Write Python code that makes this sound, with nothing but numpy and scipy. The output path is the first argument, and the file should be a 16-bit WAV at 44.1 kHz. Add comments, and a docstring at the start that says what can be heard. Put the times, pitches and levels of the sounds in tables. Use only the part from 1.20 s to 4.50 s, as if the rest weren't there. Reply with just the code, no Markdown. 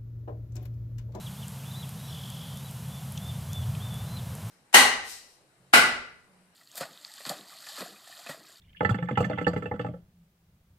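"""A small bird, high in a pine above a lake and some way off, sings slurred whistles and one buzzy trill.
The whistles are gliding tones, the trill is a run of quick downward sweeps, and the trees echo both.
A low rumble with a wavering hum swells in a gust, and wind rises in the needles. Twigs snap lightly;
the microphone's electronics hiss and tick at a mostly even pace."""
import sys
import numpy as np
from scipy import signal
from scipy.fft import rfft, irfft
from scipy.io import wavfile
from scipy.ndimage import uniform_filter1d

SR = 44100
rng = np.random.default_rng(int(sys.argv[2]) if len(sys.argv) > 2 else 0)


def generate_wav(signal):
    """Clip the signal to [-1, 1] and save it as 16-bit WAV at the path in sys.argv[1]."""
    frames = np.transpose(np.atleast_2d(signal))
    scaled = np.clip(frames, -1, 1) * 32767
    pcm = np.round(scaled).astype(np.int16)
    wavfile.write(sys.argv[1], SR, pcm)


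N = 145530
TIME = np.arange(N) / SR

# The bird's whistles, one list per phrase: t/s, f/Hz, level/dB
WHISTLE_PHRASES = [
    [(0.0, 3880, -52), (.025, 4050, -58), (.058, 3950, -56), (.069, 3395, -41), (.088, 2720, -56)],
    [(.165, 3150, -60), (.185, 3480, -50), (.208, 3660, -60), (.229, 3415, -44), (.247, 2690, -51)],
    [(.436, 2520, -53), (.462, 3444, -49.5), (.49, 3505, -53), (.506, 3630, -54), (.516, 3950, -44),
     (.531, 3643, -61), (.546, 3530, -43), (.57, 3990, -48.5), (.618, 3965, -52), (.633, 3380, -43.5),
     (.652, 2460, -57)],
    [(.772, 3100, -59), (.8, 3860, -51.5), (.855, 3860, -57), (.9, 4070, -52)],
    [(.83, 5720, -63), (.88, 5490, -58.5), (.92, 5540, -63)],
    [(1.35, 3100, -53), (1.372, 3620, -51), (1.415, 3670, -62), (1.455, 3930, -53), (1.473, 3860, -55),
     (1.5, 2980, -53)],
    [(1.7, 3435, -58), (1.745, 3515, -53), (1.785, 3470, -53.5)],
    [(1.955, 3040, -53), (2.01, 3430, -56), (2.03, 3540, -47.5), (2.045, 3510, -57), (2.057, 3520, -46),
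     (2.069, 3560, -51), (2.096, 3600, -41.5), (2.112, 3400, -45), (2.127, 2980, -55)],
    [(2.297, 3214, -55), (2.318, 3483, -53), (2.35, 3520, -43.5), (2.378, 3508, -41), (2.393, 3467, -50),
     (2.422, 3400, -49), (2.438, 2930, -53)],
    [(2.605, 3210, -48), (2.626, 3540, -46.5), (2.665, 3575, -43.5), (2.7, 3570, -47), (2.728, 3390, -46.5),
     (2.785, 3455, -51.5), (2.81, 3590, -48), (2.828, 3570, -52)],
    [(2.868, 4003, -51.5), (2.93, 4045, -55), (2.962, 4070, -49), (2.983, 4030, -47), (2.995, 3400, -46)],
]
# How loud the three parts of the wind and the hum are over time: t/s, level/dB
RUMBLE_LOUDNESS = [(0, -41), (1.7, -41.5), (2.1, -39.5), (2.75, -39), (3.3, -38)]
GUST_LOUDNESS = [(0, -65.5), (1.7, -67), (2.05, -42), (2.2, -42), (2.48, -30), (2.75, -38.5), (3.3, -42)]
NEEDLES_LOUDNESS = [(0, -53.5), (1.8, -53), (2.3, -51.5), (2.7, -50), (3.3, -50.5)]
HUM_LOUDNESS = [(0, -45), (.85, -42.5), (1.1, -49), (1.4, -41), (3.3, -46)]
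# The colour of each noise, or how strong its lows and highs are: f/Hz, relative level/dB
RUMBLE_COLOUR = [(20, -51), (50, -23.5), (80, -7.5), (110, -2), (135, -2.5), (160, -2.5), (195, -6.5),
                 (245, -16.5), (300, -34), (500, -65)]
GUST_COLOUR = [(20, -22), (35, -39), (50, -6), (70, -4), (90, 10), (120, 11.5), (160, -2), (280, -57)]
NEEDLES_COLOUR = [(150, -47), (320, -8), (480, -3.5), (700, -1), (950, -2.5), (1400, -7), (2000, -12),
                  (4000, -21.5), (8000, -38)]
HISS_COLOUR = [(300, -5), (2000, -4), (3100, 5.5), (4300, 1), (6300, 1), (9500, 2.5), (13300, 2.5),
               (15000, 0.5), (15800, 4.5)]
# Electrical ticks: t/s, peak level/dB
TICK_EVENTS = [(.2822, -26.5), (.6926, -27.5), (1.102, -29.5), (1.373, -31), (1.512, -31), (1.9223, -27),
               (2.3324, -26.5), (2.7424, -29), (3.1524, -29.5)]
# How loud the trill is over time: t/s, level/dB
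TRILL_LOUDNESS = [(.888, -50), (.91, -43.5), (1.03, -45), (1.18, -45), (1.33, -49.5)]
# Snapping twigs: t/s, peak level/dB, f/Hz, amount of bright crack (0 to 1)
TWIG_SNAPS = [(1.974, -30.5, 3180, 0.41), (2.549, -35.5, 2870, .05), (2.97, -35.5, 3970, 0.25)]


def from_db(db):
    """Turn decibels into a number to multiply a sound by."""
    return 10 ** (np.asarray(db) / 20)


def rms_one(x):
    """Scale a signal so that its average strength (rms) is 1."""
    return x / np.sqrt(np.mean(x ** 2) + 1e-20)


def in_time(rows):
    """Join a table's points with straight lines: one curve for each column after the time."""
    times, *columns = np.transpose(rows)
    return [np.interp(TIME, times, column) for column in columns]


def drift(rate_hz):
    """A smooth random wobble of strength 1 that changes about this often a second."""
    keep_slow = 1 / (1 + (np.fft.rfftfreq(N, 1 / SR) / rate_hz) ** 2)
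    return rms_one(irfft(rfft(rng.standard_normal(N)) * keep_slow, N))


def noise(colour):
    """Noise of strength 1 with the given colour."""
    hz, db = np.transpose(colour)
    gain = from_db(np.interp(np.log(np.fft.rfftfreq(N, 1 / SR) + 1), np.log(hz), db))
    return rms_one(irfft(rfft(rng.standard_normal(N)) * gain, N))


def band(x, low_hz, high_hz):
    """Keep the part of a sound between two frequencies."""
    return signal.sosfilt(signal.butter(2, [low_hz, high_hz], "band", fs=SR, output="sos"), x + 1e-18)


def tone(hz):
    """A pure tone that follows a pitch curve."""
    return np.sin(2 * np.pi * np.cumsum(hz) / SR)


def add(out, start_s, sound):
    """Mix a short sound in at the given time."""
    i = int(start_s * SR)
    out[i:i + len(sound)] += sound[:N - i]


def whistles(glide_s=.0059, fade_s=.0077, fast_slur_hz_per_s=25000):
    """The bird's nearly pure tones slide up, hold and drop; faster slides sound more ragged."""
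    out = np.zeros(N)
    waver, flutter_db = .00338 * drift(90), 1.14 * drift(41)
    rough, ragged_db = .035 * drift(250), 2.5 * (drift(125) - .5)
    for phrase in WHISTLE_PHRASES:
        hz, db = in_time(phrase)
        hz = uniform_filter1d(hz, int(glide_s * SR) + 1)  # round off the corners
        slur = np.minimum(np.abs(np.gradient(hz)) * SR / fast_slur_hz_per_s, 1)  # 0 held, 1 fast
        inside_s = np.minimum(TIME - phrase[0][0], phrase[-1][0] - TIME)  # negative outside the phrase
        fade = np.clip(1 + inside_s / fade_s, 0, 1)
        loudness = fade * from_db(db + flutter_db + slur * ragged_db)
        out += loudness * tone(hz * (1 + waver + slur * rough))
    return out


def forest_echo(song, branches_s=.07, trees_s=.7, delay_s=.004):
    """Nearby branches smear the song, and the trees beyond add a soft tail."""
    branches = from_db(5 - 60 * TIME / branches_s)  # each dies away by 60 dB in its own time
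    trees = from_db(-60 * TIME / trees_s)
    echoes = rng.standard_normal(N) * (branches + trees) * (TIME > delay_s)
    return signal.fftconvolve(song, echoes / np.linalg.norm(echoes))[:N]


def wind():
    """Moving air rumbles, buffets deeply in the gust and rushes through the pine needles."""
    rumble = from_db(in_time(RUMBLE_LOUDNESS)[0]) * noise(RUMBLE_COLOUR)
    gust = from_db(in_time(GUST_LOUDNESS)[0]) * noise(GUST_COLOUR)
    needles = from_db(in_time(NEEDLES_LOUDNESS)[0]) * noise(NEEDLES_COLOUR)
    return rumble + gust + needles


def hum(pitch_hz=134.2, wander_hz=.6, waver_db=.8):
    """A low, wavering drone inside the rumble; it fades briefly and returns."""
    loudness = from_db(in_time(HUM_LOUDNESS)[0] + waver_db * drift(2.7))
    return loudness * rms_one(tone(pitch_hz + wander_hz * drift(7.6)))


def hiss(level_db=-47.5):
    """The microphone's electronics make a steady, bright noise."""
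    return from_db(level_db) * noise(HISS_COLOUR)


def ticks(length_s=.0008):
    """The electronics tick: dry, bright bursts of noise about a millisecond long."""
    out, t = np.zeros(N), TIME[:SR // 20]
    swell = np.sin(np.pi * np.minimum(t / length_s, 1))
    for time_s, db in TICK_EVENTS:
        burst = band(rng.standard_normal(len(t)) * swell, low_hz=7400, high_hz=12500)
        add(out, time_s - length_s / 2, from_db(db) * burst / np.abs(burst).max())
    return out


def trill(count=21, start_s=.886, spacing_s=.0214, slowing_s=.000033):
    """The bird buzzes: rough, raspy downward sweeps, about 45 a second, slowing a little."""
    sweep_s, top_hz, bottom_hz, scatter_db = .023, 3930, 2680, 1
    out = np.zeros(N)
    rough = 1 + .019 * drift(350)
    rasp = from_db(-13) * rms_one(band(rng.standard_normal(N), low_hz=3700, high_hz=5300))
    hz = np.linspace(top_hz, bottom_hz, int(sweep_s * SR))
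    for k in range(count):
        time_s = start_s + spacing_s * k + slowing_s * k * k - sweep_s / 2
        span = int(time_s * SR) + np.arange(len(hz))
        sweep = (tone(hz * rough[span]) + rasp[span]) * np.hanning(len(hz))
        add(out, time_s, sweep * from_db(scatter_db * rng.standard_normal()))
    return out * from_db(in_time(TRILL_LOUDNESS)[0])


def twig_snaps(rise_s=.0009, ring_s=.027, width_octaves=.38, crack_hz=6300):
    """A brief crackle rings in each twig, with a brighter crack on top."""
    out, t = np.zeros(N), TIME[:SR // 10]
    spread = 2 ** (width_octaves / 2)
    loudness = np.minimum(t / rise_s, 1) * from_db(-60 * t / ring_s)
    for time_s, db, hz, bright in TWIG_SNAPS:
        crackle = rng.standard_normal(len(t)) * loudness
        ring = band(crackle, hz / spread, hz * spread)
        crack = band(crackle, crack_hz / spread, crack_hz * spread)
        snap = ring + bright * crack
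        add(out, time_s, from_db(db) * snap / np.abs(snap).max())
    return out


def scene():
    """Everything reaches one microphone, the same in both channels; only the bird echoes."""
    song, buzz = whistles(), trill()
    echo = forest_echo(from_db(-7) * song + from_db(-3) * buzz)
    mix = song + buzz + echo + twig_snaps() + wind() + hum() + ticks() + hiss()
    return np.array([mix, mix])


def record(dry, soften_hz=14000, cutoff_hz=15800):
    """The high treble is softened, and above that the very top is cut off steeply."""
    softened = signal.sosfilt(signal.butter(8, soften_hz, fs=SR, output="sos"), dry)
    return signal.sosfilt(signal.ellip(12, .1, 90, cutoff_hz, fs=SR, output="sos"), softened)


dry = scene()
out = record(dry)
generate_wav(out)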